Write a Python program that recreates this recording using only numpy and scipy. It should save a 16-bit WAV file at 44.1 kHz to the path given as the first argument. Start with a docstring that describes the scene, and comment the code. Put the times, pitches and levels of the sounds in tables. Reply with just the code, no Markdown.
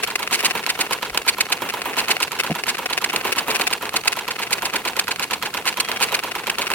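"""Model steam engine running outdoors

A model steam engine turns about 8.6 times a second, close to the microphone. Each end of the cylinder
puffs once a turn: bursts of drop spikes and hiss, as loud as the steam is wet, or a spat slug of condensate.
Slack in the rod and valve gear knocks a repeating pattern of hollow notes, rattle and ringing modes.
The valve rasps, a steel part pings, and noise swishes with the crank over a steady hiss. Single drops
snap, something bumps with a low rumble, and thin gliding sines whistle near the end."""
import sys
import numpy as np
from scipy import signal
from scipy.fft import rfft, irfft
from scipy.io import wavfile
from scipy.ndimage import uniform_filter1d, map_coordinates

SR = 44100
rng = np.random.default_rng(int(sys.argv[2]) if len(sys.argv) > 2 else 0)


def store_pcm(level_fs):
    """Save levels as 16-bit WAV."""
    pcm = np.round(np.clip(level_fs, -1, 1) * 32767).astype(np.int16)
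    wavfile.write(sys.argv[1], SR, np.atleast_2d(pcm).T)


N = 297234
TIME = np.arange(N) / SR
MS = SR / 1000  # samples in a millisecond


def exhaust(drops_follow=.35):
    """Each cylinder end puffs once a turn, with fewer drops the drier the steam; lone drops snap between."""
    # wetness of the steam at each end, as the relative level of an ordinary puff: time_s, level_db
    first_wetness = [(0, -17.5), (1.0, -16), (1.802, -57), (2.299, -17), (2.8, -25.5), (3.55, -13.5),
                     (3.861, -26.5), (4.398, -11.5), (5.6, -16), (6.38, -22), (6.62, -15)]
    second_wetness = [(0.499, -8), (1.099, -18), (1.902, -15), (3.101, -12.5), (3.999, -26.5),
                      (4.502, -13.5), (5.452, -29), (5.9, -13), (6.7, -20.5)]
    # colours of the two puffs: frequency_hz, relative level_db
    first_spectrum = [(100, -37), (250, -17.5), (430, -10), (620, -22.5), (780, -16.5), (1600, -5),
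                      (2200, -3), (2750, 1.5), (3300, -9), (4300, -3), (7500, -9), (11000, -14),
                      (13300, -20.5), (15200, -22.5)]
    second_spectrum = [(100, -28), (250, -11.5), (400, 3.5), (620, -4.5), (800, -9.5), (1600, 2),
                       (2200, 5.5), (2750, 7.5), (3500, -3.5), (5500, -3), (8500, -10.5), (10600, -9.5),
                       (13300, -23), (15200, -18)]
    # loudest lone drops snapping in the exhaust: time_s, relative level_db
    snaps = [(0.6645, -12.5), (1.030, -22.5), (1.1755, -8), (1.8186, -16.5), (2.083, -17.5), (2.4357, -40),
             (3.8553, -19.5), (3.8929, -19), (4.0795, -16), (4.280, -20), (4.3062, -30), (5.1604, -21),
             (5.219, -23.5), (5.3091, -20.5), (5.3374, -15.5), (5.8867, -19), (5.9164, -15.5), (6.142, -22),
             (6.192, -16.5), (6.5844, -15.5), (6.7166, -15.5)]
    # resonances of the exhaust outlet: pitch_hz, width_hz, level_db
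    outlet = [(738, 61, 9.5), (1056, 46, 5), (2220, 27, -6.5), (3620, 61, 0.5), (4340, 67, 0),
              (9280, 390, 5), (10700, 320, 1), (14620, 1430, 8)]

    first, second = np.zeros(N), np.zeros(N)
    # ports open at these shares of a turn after the main knock
    for s, db, spread_s in puffs_of(.25, first_wetness, spread_s=.0044):
        wet = from_db(drops_follow * db)
        puff = spit(spread_s, pops_per_s=950 * wet, uneven_db=4, hiss_db=-4)
        add(first, s - 3 * spread_s, forced(puff, db))
    for s, db, spread_s in puffs_of(.665, second_wetness, spread_s=.0046):
        wet = from_db(drops_follow * db)
        puff = spit(spread_s, pops_per_s=700 * wet, uneven_db=6.5, hiss_db=-20.5)
        add(second, s - 3 * spread_s, forced(puff, db))

    for s, db in snaps:
        add(first, s, forced(signal.unit_impulse(64), db))
    for s, db in stray_drops():
        dull_drop = cut(signal.unit_impulse(64), 1993, "low", order=1)
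        add(first, s, from_db(db) * unit_burst(dull_drop))

    first = at_microphones(first, first_spectrum, left_lead_ms=.084, pan_db=-2, scatter_db=-1.5, above_hz=630)
    second = at_microphones(second, second_spectrum, left_lead_ms=.081, pan_db=.5,
                            scatter_db=-1.5, above_hz=1460)
    puffs = from_db(-2) * first + from_db(-6.5) * second
    resonant = np.zeros_like(puffs)
    for hz, width_hz, db in outlet:
        b, a = signal.iirpeak(hz, hz / width_hz, fs=SR)
        resonant += from_db(db) * signal.lfilter(b, a, puffs)
    return puffs + resonant


def puffs_of(port, wetness, spread_s):
    """One puff a turn, as loud as the steam is wet, unless a slug leaves instead: rows of (s, dB, spread s)."""
    # slugs of condensate that spit out loudly in place of an ordinary puff: time_s, relative level_db, spread_s
    slugs = [(.039, -1.5, 0.0064), (.159, -3, .003), (.341, -4, 0.0092), (0.398, -4, 0.0085),
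             (.458, -3, 0.0059), (.699, -7.5, 0.0051), (.812, -6.5, 0.0052), (.931, -9, 0.0044),
             (1.176, -10, 0.0015), (1.289, -2.5, 0.0056), (1.410, -4.5, 0.0033), (1.527, -6, 0.0041),
             (1.699, -7.5, 0.0057), (1.993, -7.5, 0.0073), (2.113, -5, 0.0052), (2.231, -7, 0.0047),
             (2.4, -1.5, 0.0066), (2.694, -7, 0.0074), (2.863, -7, 0.0035), (2.933, -12, 0.0029),
             (2.980, -4, 0.0042), (3.045, -7.5, 0.0026), (3.163, -10, 0.0018), (3.328, -1.5, 0.0049),
             (3.387, -8.5, 0.0049), (3.558, -0.5, 0.0065), (3.616, -9.5, .0032), (3.674, 0, 0.0032),
             (3.733, -8.5, 0.0031), (3.966, -6, 0.0038), (4.079, -3.5, 0.0027), (4.129, -5.5, 0.0056),
             (4.532, -5.5, 0.0043), (4.762, -10.5, 0.0031), (4.996, -5.5, .0029), (5.681, -6.5, 0.0079),
             (5.805, -5.5, 0.0028), (6.030, -4, 0.0073), (6.149, -7.5, .0033), (6.501, -10, .0022),
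             (6.669, -8.5, 0.0056)]
    jitter_s, stretch_octaves, uneven_db = .0025, .35, 2  # chance in moment, length and level

    opens, rows = crank_passes(port), []
    quarter_turn_s = np.diff(opens).mean() / 4
    for s, (late, strength, stretch) in zip(opens, rng.standard_normal((len(opens), 3))):
        puff = (s + jitter_s * late,
                curve(wetness, s) + uneven_db * strength,
                spread_s * 2 ** (stretch_octaves * stretch))
        near = [slug for slug in slugs if abs(slug[0] - s) < quarter_turn_s]
        rows.append(near[0] if near else puff)
    return rows


def stray_drops(chance_per_turn=.35, level_db=-26):
    """Faint drops at any crank angle: rows of (s, relative dB)."""
    luck, share = rng.random((len(crank_passes(0)), 2)).T
    return [(s, level_db) for s in crank_passes(share)[luck < chance_per_turn]]


def spit(spread_s, pops_per_s, uneven_db, hiss_db):
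    """Drops burst out one by one, each a one-sided pressure spike, in a swell of hiss six spreads long."""
    size = int(6 * spread_s * SR)
    swell = np.exp(-(np.linspace(-3, 3, size)) ** 2 / 4) * signal.windows.tukey(size)
    gaps = rng.gamma(2, .5, 200)  # irregular, mean 1
    sizes = np.minimum(rng.standard_normal(200), 1)
    at = (np.cumsum(gaps) * SR / pops_per_s).astype(int)
    inside = at < size
    pops = np.zeros(size)
    pops[at[inside]] = from_db(uneven_db * sizes[inside])
    hiss = rng.standard_normal(SR // 10)[np.arange(size) % (SR // 10)]
    return unit_burst(unit_burst(pops * swell) + from_db(hiss_db) * unit_burst(hiss * swell))


def forced(burst, db, bright_hz=13000, dulling=1.0, uneven_db=3):
    """A burst at level db; the harder it comes out, the higher the edge of its one-pole low-pass."""
    edge_hz = bright_hz * from_db(dulling * db + uneven_db * rng.standard_normal())
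    pole = np.exp(-2 * np.pi * edge_hz / SR)
    return from_db(db) * unit_burst(signal.lfilter([1], [1, -pole], burst))


def linkage(ring_db=1.0, uneven_db=2.5, rattle_s=0.0044, rise_s=0.0011, loose_db=-7, size=2048):
    """Slack contacts repeat much alike each turn: a hollow note, a dense rattle and the ring of the bed."""
    # knocks in each turn: delay_s after the main knock, relative level_db, pitch_hz, swell_s, pitch_fall (1/s)
    contacts = [(-.0148, -26, 1340, 0.0018, 2), (0.0, -16.5, 995, 0.0013, 4.5),
                (.0055, -24.5, 680, 0.00091, -71), (.009, -26.5, 1230, .001, -31),
                (.0138, -35, 980, .0013, 8), (0.0118, -31.5, 423, 0.0013, -19),
                (0.033, -25.5, 1430, 0.00053, -5), (0.0403, -21, 1072, 0.00097, 53),
                (0.0469, -35, 510, 0.00062, 11), (0.0482, -30, 956, 0.0011, -4),
                (.052, -29.5, 461, 0.0019, 6), (.055, -35.5, 800, 0.0023, 24)]
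    # ring of the bed plate and rods: pitch_hz, relative level_db, t60_s
    bed_modes = [(206, -10.5, 0.11), (500, -7, 0.22), (843, 2, 0.093), (1023, -4.5, 0.091),
                 (1412, 6, 0.027), (1674, 2, 0.048), (2136, -0.5, 0.035), (2705, 8.5, 0.028),
                 (3135, 3, 0.033), (3330, -1.5, 0.047), (3710, 2, 0.017), (4200, 3, 0.029),
                 (5540, -3, 0.028)]
    # dense rattle of the bed plate: frequency_hz, relative level_db
    bed_spectrum = [(80, -27.5), (200, -14), (500, -1.5), (1000, -20.5), (1700, -2.5), (2700, -3.5),
                    (4000, -4), (4800, -10.5), (6500, -12), (9000, -17.5), (13300, -47), (15200, -45)]
    rattle_db, note_uneven_db, note_detune = -1.5, 1.2, .015

    out, loose = np.zeros(N), np.zeros(N)
    knocks, t = crank_passes(0), TIME[:size]
    ring = from_db(ring_db) * unit_burst(ringing(bed_modes, t))
    rise = 1 - np.exp(-t / rise_s)
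    for delay_s, db, hz, swell_s, fall in contacts:
        dense = unit_burst(colour(scatter(rattle_s), bed_spectrum))
        rattle = unit_burst(rise * (dense + ring))
        chance = rng.uniform(-1, 1, (len(knocks), 3)) * np.sqrt(3)  # rms 1
        for s, (strength, slack, detune) in zip(knocks, chance):
            at = s + delay_s * (1 + .012 * slack)
            gain = from_db(db + rattle_db + uneven_db * strength)
            note = hollow(hz * (1 + note_detune * detune), swell_s, fall, t)
            add(out, at, from_db(db + note_uneven_db * strength) * note + gain * rattle)
            # part of the rattle is new on every blow
            fresh = unit_burst(rng.standard_normal(size) * np.exp(-t / rattle_s))
            add(loose, at, gain * from_db(loose_db) * fresh)
    out = out + colour(loose, bed_spectrum)
    # the crank stands to the right, so the left port gets less of its treble
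    left = out - 0.39 * cut(out, 2500, "high", order=1)
    return np.array([left, out]) * from_db([[-.6], [.6]])


def hollow(hz, swell_s, fall, t):
    """A few cycles of a hollow note that swells and dies as its pitch falls (rises if fall is negative)."""
    swell = (t / swell_s) ** 2 * np.exp(-t / swell_s)
    cycles = np.cumsum(hz * np.exp(-fall * t)) / SR
    return unit_burst(swell * np.sin(2 * np.pi * cycles))


def valve(lead_s=0.0042, spread_s=.0013, boost_db=9.5, uneven_db=0.5):
    """The slide valve gives a short rasp of spikes and hiss just before the main knock."""
    # rasp level before the boost: time_s, level_db
    rasp_levels = [(.3, -25), (.55, -36), (1.85, -35), (2.0, -22.5), (2.8, -25.5), (4.1, -32.5),
                   (4.35, -27), (4.95, -22), (6.15, -26), (6.5, -22.5)]
    # colour of the rasp: frequency_hz, relative level_db
    valve_spectrum = [(100, -11.5), (400, -10), (650, -13.5), (1200, 3), (2400, 1.5), (4500, -6),
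                      (9000, -12), (11500, -18.5), (13300, -10), (15200, -66)]
    out = np.zeros(N)
    for s in crank_passes(0):
        db = curve(rasp_levels, s) + uneven_db * rng.standard_normal()
        rasp = spit(spread_s, pops_per_s=1500, uneven_db=10, hiss_db=-3)
        add(out, s - lead_s - 3 * spread_s, from_db(db + boost_db) * rasp)
    return at_microphones(out, valve_spectrum, left_lead_ms=.099, pan_db=-3.5, scatter_db=-5.5, above_hz=4000)


def ping(hz=11700, t60=0.0093, level_db=-26, uneven_db=-0.5, wander=.004):
    """A small steel part rings briefly with each main knock, at nearly the same pitch every time."""
    out, knocks = np.zeros(N), crank_passes(0)
    for s, (strength, detune) in zip(knocks, rng.standard_normal((len(knocks), 2))):
        note = unit_burst(ringing([(hz * (1 + wander * detune), 0, t60)], TIME[:SR // 20]))
        add(out, s, note * from_db(level_db + uneven_db * strength))
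    return out * from_db([[-1.5], [1.5]])


def swish(uneven_db=4.0):
    """Sliding piston and flowing steam swell and fade with the crank angle."""
    # swish through one turn: share_of_turn, relative level_db
    stroke = [(0.0, -27.5), (.12, -30.5), (.29, -34), (.42, -33.5), (.56, -35.5), (.7, -50), (.8, -44.5),
              (.88, -38), (1.0, -49)]
    # colour of the swish: frequency_hz, relative level_db
    swish_spectrum = [(50, -2), (110, -6), (200, 3), (400, 9.5), (600, 6.5), (1000, 10), (1600, 1),
                      (2700, 6), (4800, -16), (9000, -6), (13300, -12.5), (14600, -10)]
    knocks = crank_passes(0)
    turns = np.interp(TIME, knocks, np.arange(len(knocks)))
    uneven = np.interp(TIME, knocks, rng.standard_normal(len(knocks)))
    db = curve(stroke, turns % 1) + uneven_db * uneven
    noise = wide_noise(swish_spectrum, left_lead_ms=0.067, apart_db=-4.0, above_hz=470)
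    return from_db(db) * noise * from_db([[-.7], [.5]])


def handling(soft_hz=900, rumble_hz=70):
    """A soft stumbling bump rings the table, and low noise rumbles faintly under the hand."""
    # dull bumps on the table: time_s, relative level_db
    bumps = [(2.4985, -12), (2.5077, -21), (2.5118, -8)]
    # ring of the table: pitch_hz, relative level_db, t60_s
    table_modes = [(166, -2.5, 0.067), (213, 0.5, 0.022), (328, -10, 0.055), (408, -11.5, 0.036),
                   (700, -2.5, 0.017)]
    # rumble while the hand is at the engine: time_s, level_db
    rumble_levels = [(1.0, -78), (1.13, -42), (1.22, -63), (1.36, -61), (1.48, -80)]
    out = np.zeros(N)
    for s, db in bumps:
        add(out, s, from_db(db) * cut(ringing(table_modes, TIME[:SR // 5]), soft_hz, "low"))
    rumble = rms_one(cut(cut(rng.standard_normal(N), rumble_hz, "low"), 21, "high"))
    return out + from_db(curve(rumble_levels, TIME)) * rumble


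def whistles(waver_hz=18, flutter_db=3):
    """Faint, nearly pure tones that glide and waver a little in pitch and level."""
    # thin whistles: start_s, end_s, start_hz, end_hz, level_db
    glides = [(5.725, 5.92, 3210, 3300, -41), (5.885, 6.022, 3190, 3280, -43),
              (6.074, 6.142, 3960, 3890, -44), (6.23, 6.323, 3300, 3240, -54),
              (6.29, 6.333, 3850, 3760, -58), (6.416, 6.468, 3310, 3350, -64)]
    out = np.zeros(N)
    for start, end, from_hz, to_hz, db in glides:
        t = TIME[:max(int((end - start) * SR), 2)]
        knots = rng.standard_normal((2, 20))  # one every 20 ms
        bend, flutter = [np.interp(t, np.arange(20) * .02, row) for row in knots]
        hz = np.linspace(from_hz, to_hz, len(t)) + waver_hz * bend
        tone = np.sin(2 * np.pi * np.cumsum(hz) / SR)
        tone = tone * signal.windows.tukey(len(t)) * from_db(flutter_db * flutter)
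        add(out, start, from_db(db) * rms_one(tone))
    return out


def background(level_db=-45):
    """Steady hiss of the boiler and the open air, as coloured noise."""
    # colour of the hiss: frequency_hz, relative level_db
    air_spectrum = [(50, 2.5), (100, 6), (200, 10), (400, 5), (600, -5.5), (1000, -5), (2500, -6.5),
                    (4000, -8), (6000, -14.5), (11000, -12), (13300, -16), (15200, -17)]
    return from_db(level_db) * wide_noise(air_spectrum, left_lead_ms=0.0084, apart_db=7.0, above_hz=2700)


def crank_passes(share, first_knock_s=-0.0385):
    """The times at which the crank passes a given share of a turn, counted from the main knock."""
    # speed of the flywheel: time_s, turns_per_s
    speed = [(0, 8.497), (0.7, 8.414), (1.4, 8.436), (2.6, 8.612), (3.8, 8.735), (5.4, 8.708), (6, 8.595),
             (6.74, 8.555)]
    t = first_knock_s + np.arange(N + SR // 4) / SR
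    turns = np.cumsum(curve(speed, t)) / SR
    return np.interp(np.arange(int(turns[-1])) + share, turns, t)


def at_microphones(x, spectrum, left_lead_ms, pan_db, scatter_db, above_hz):
    """Direct sound is offset in time between two ports; treble glances off metalwork as separate brief tails."""
    direct = [map_coordinates(x, [np.arange(N) + side * left_lead_ms * MS / 2], order=3) for side in (1, -1)]
    pole = np.exp(-1 / (1.6 * MS))
    level = np.sqrt(signal.lfilter([1 - pole], [1, -pole], x ** 2 + 1e-18))
    # half of the tail is a fixed scatter, half is fresh noise that follows the level of the sound
    fixed = np.array([signal.fftconvolve(x, scatter(.0015))[:N] for _ in direct])
    fresh = level * rng.standard_normal((2, N))
    glances = cut((fixed + fresh) / np.sqrt(2), above_hz, "high", order=1)
    ports = np.array([colour(port, spectrum) for port in direct + from_db(scatter_db) * glances])
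    return ports * from_db([[pan_db / 2], [-pan_db / 2]])


def wide_noise(spectrum, left_lead_ms, apart_db, above_hz):
    """Coloured noise: the bass is shared by both ports, the treble partly their own."""
    shared, *own = [colour(white, spectrum) for white in rng.standard_normal((3, N))]
    later = map_coordinates(shared, [np.arange(N) - left_lead_ms * MS], order=3)
    return np.array([shared, later]) + from_db(apart_db) * cut(np.array(own), above_hz, "high", order=1)


def scatter(decay_s, size=2048):
    """A dense, dying train of reflections with an even spectrum; energy 1."""
    fade = np.exp(-TIME[:size] / decay_s)
    spectrum = rfft(rng.standard_normal(size) * fade)
    even = irfft(spectrum / np.sqrt(uniform_filter1d(np.abs(spectrum) ** 2, size=13)))
    return even / np.linalg.norm(even)


def ringing(modes, t):
    """Decaying sines of a struck body, alternating in sign."""
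    out = np.zeros(len(t))
    for k, (hz, db, t60) in enumerate(modes):
        out += (-1) ** k * from_db(db - 60 * t / t60) * np.sin(2 * np.pi * hz * t)
    return out


def colour(x, spectrum, size=2048):
    """Causal (minimum-phase) filter with the given spectrum; white noise keeps its power."""
    hz, db = np.transpose(spectrum)
    grid = np.maximum(np.arange(size // 2 + 1) * SR / size, 1)
    gain = from_db(np.interp(np.log(grid), np.log(hz), db))
    gain = gain * grid / np.hypot(grid, hz[0] / 2)  # bass roll-off below the first point
    cepstrum = irfft(np.log(gain))
    # folding the cepstrum onto positive time makes the phase minimal
    cepstrum[1:size // 2] *= 2
    cepstrum[size // 2 + 1:] = 0
    response = irfft(np.exp(rfft(cepstrum)))
    return signal.fftconvolve(x, response / np.linalg.norm(response))[:len(x)]


def cut(x, hz, kind, order=2):
    """Butterworth low- or high-pass."""
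    return signal.sosfilt(signal.butter(order, min(hz, .45 * SR), kind, fs=SR, output="sos"), x)


def curve(points, s):
    """Value of a control curve at times (or shares of a turn) s."""
    return np.interp(s, *np.transpose(points))


def from_db(db):
    """Decibels to gain."""
    return 10 ** (np.asarray(db) / 20)


def rms_one(x):
    """Scale to rms 1."""
    return x / np.sqrt(np.mean(x ** 2) + 1e-20)


def unit_burst(x):
    """Scale a short sound to the energy of one millisecond at rms 1."""
    return x * np.sqrt(MS / (np.sum(x ** 2) + 1e-20))


def add(out, s, sound):
    """Mix a short sound in from time s on."""
    at = round(s * SR) + np.arange(len(sound))
    inside = (at >= 0) & (at < N)
    out[at[inside]] += sound[inside]


def scene():
    """The engine with its surroundings."""
    engine = exhaust() + linkage() + valve() + ping() + swish()
    return engine + handling() + whistles() + background()


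def record(dry):
    """The deep bass rolls off, the highest peaks are rounded and the top is cut."""
    sound = 1.1 * np.tanh(cut(dry, 45, "high") / 1.1)
    return signal.sosfilt(signal.ellip(10, .1, 80, 15900, fs=SR, output="sos"), sound)


dry = scene()
out = record(dry)
store_pcm(out)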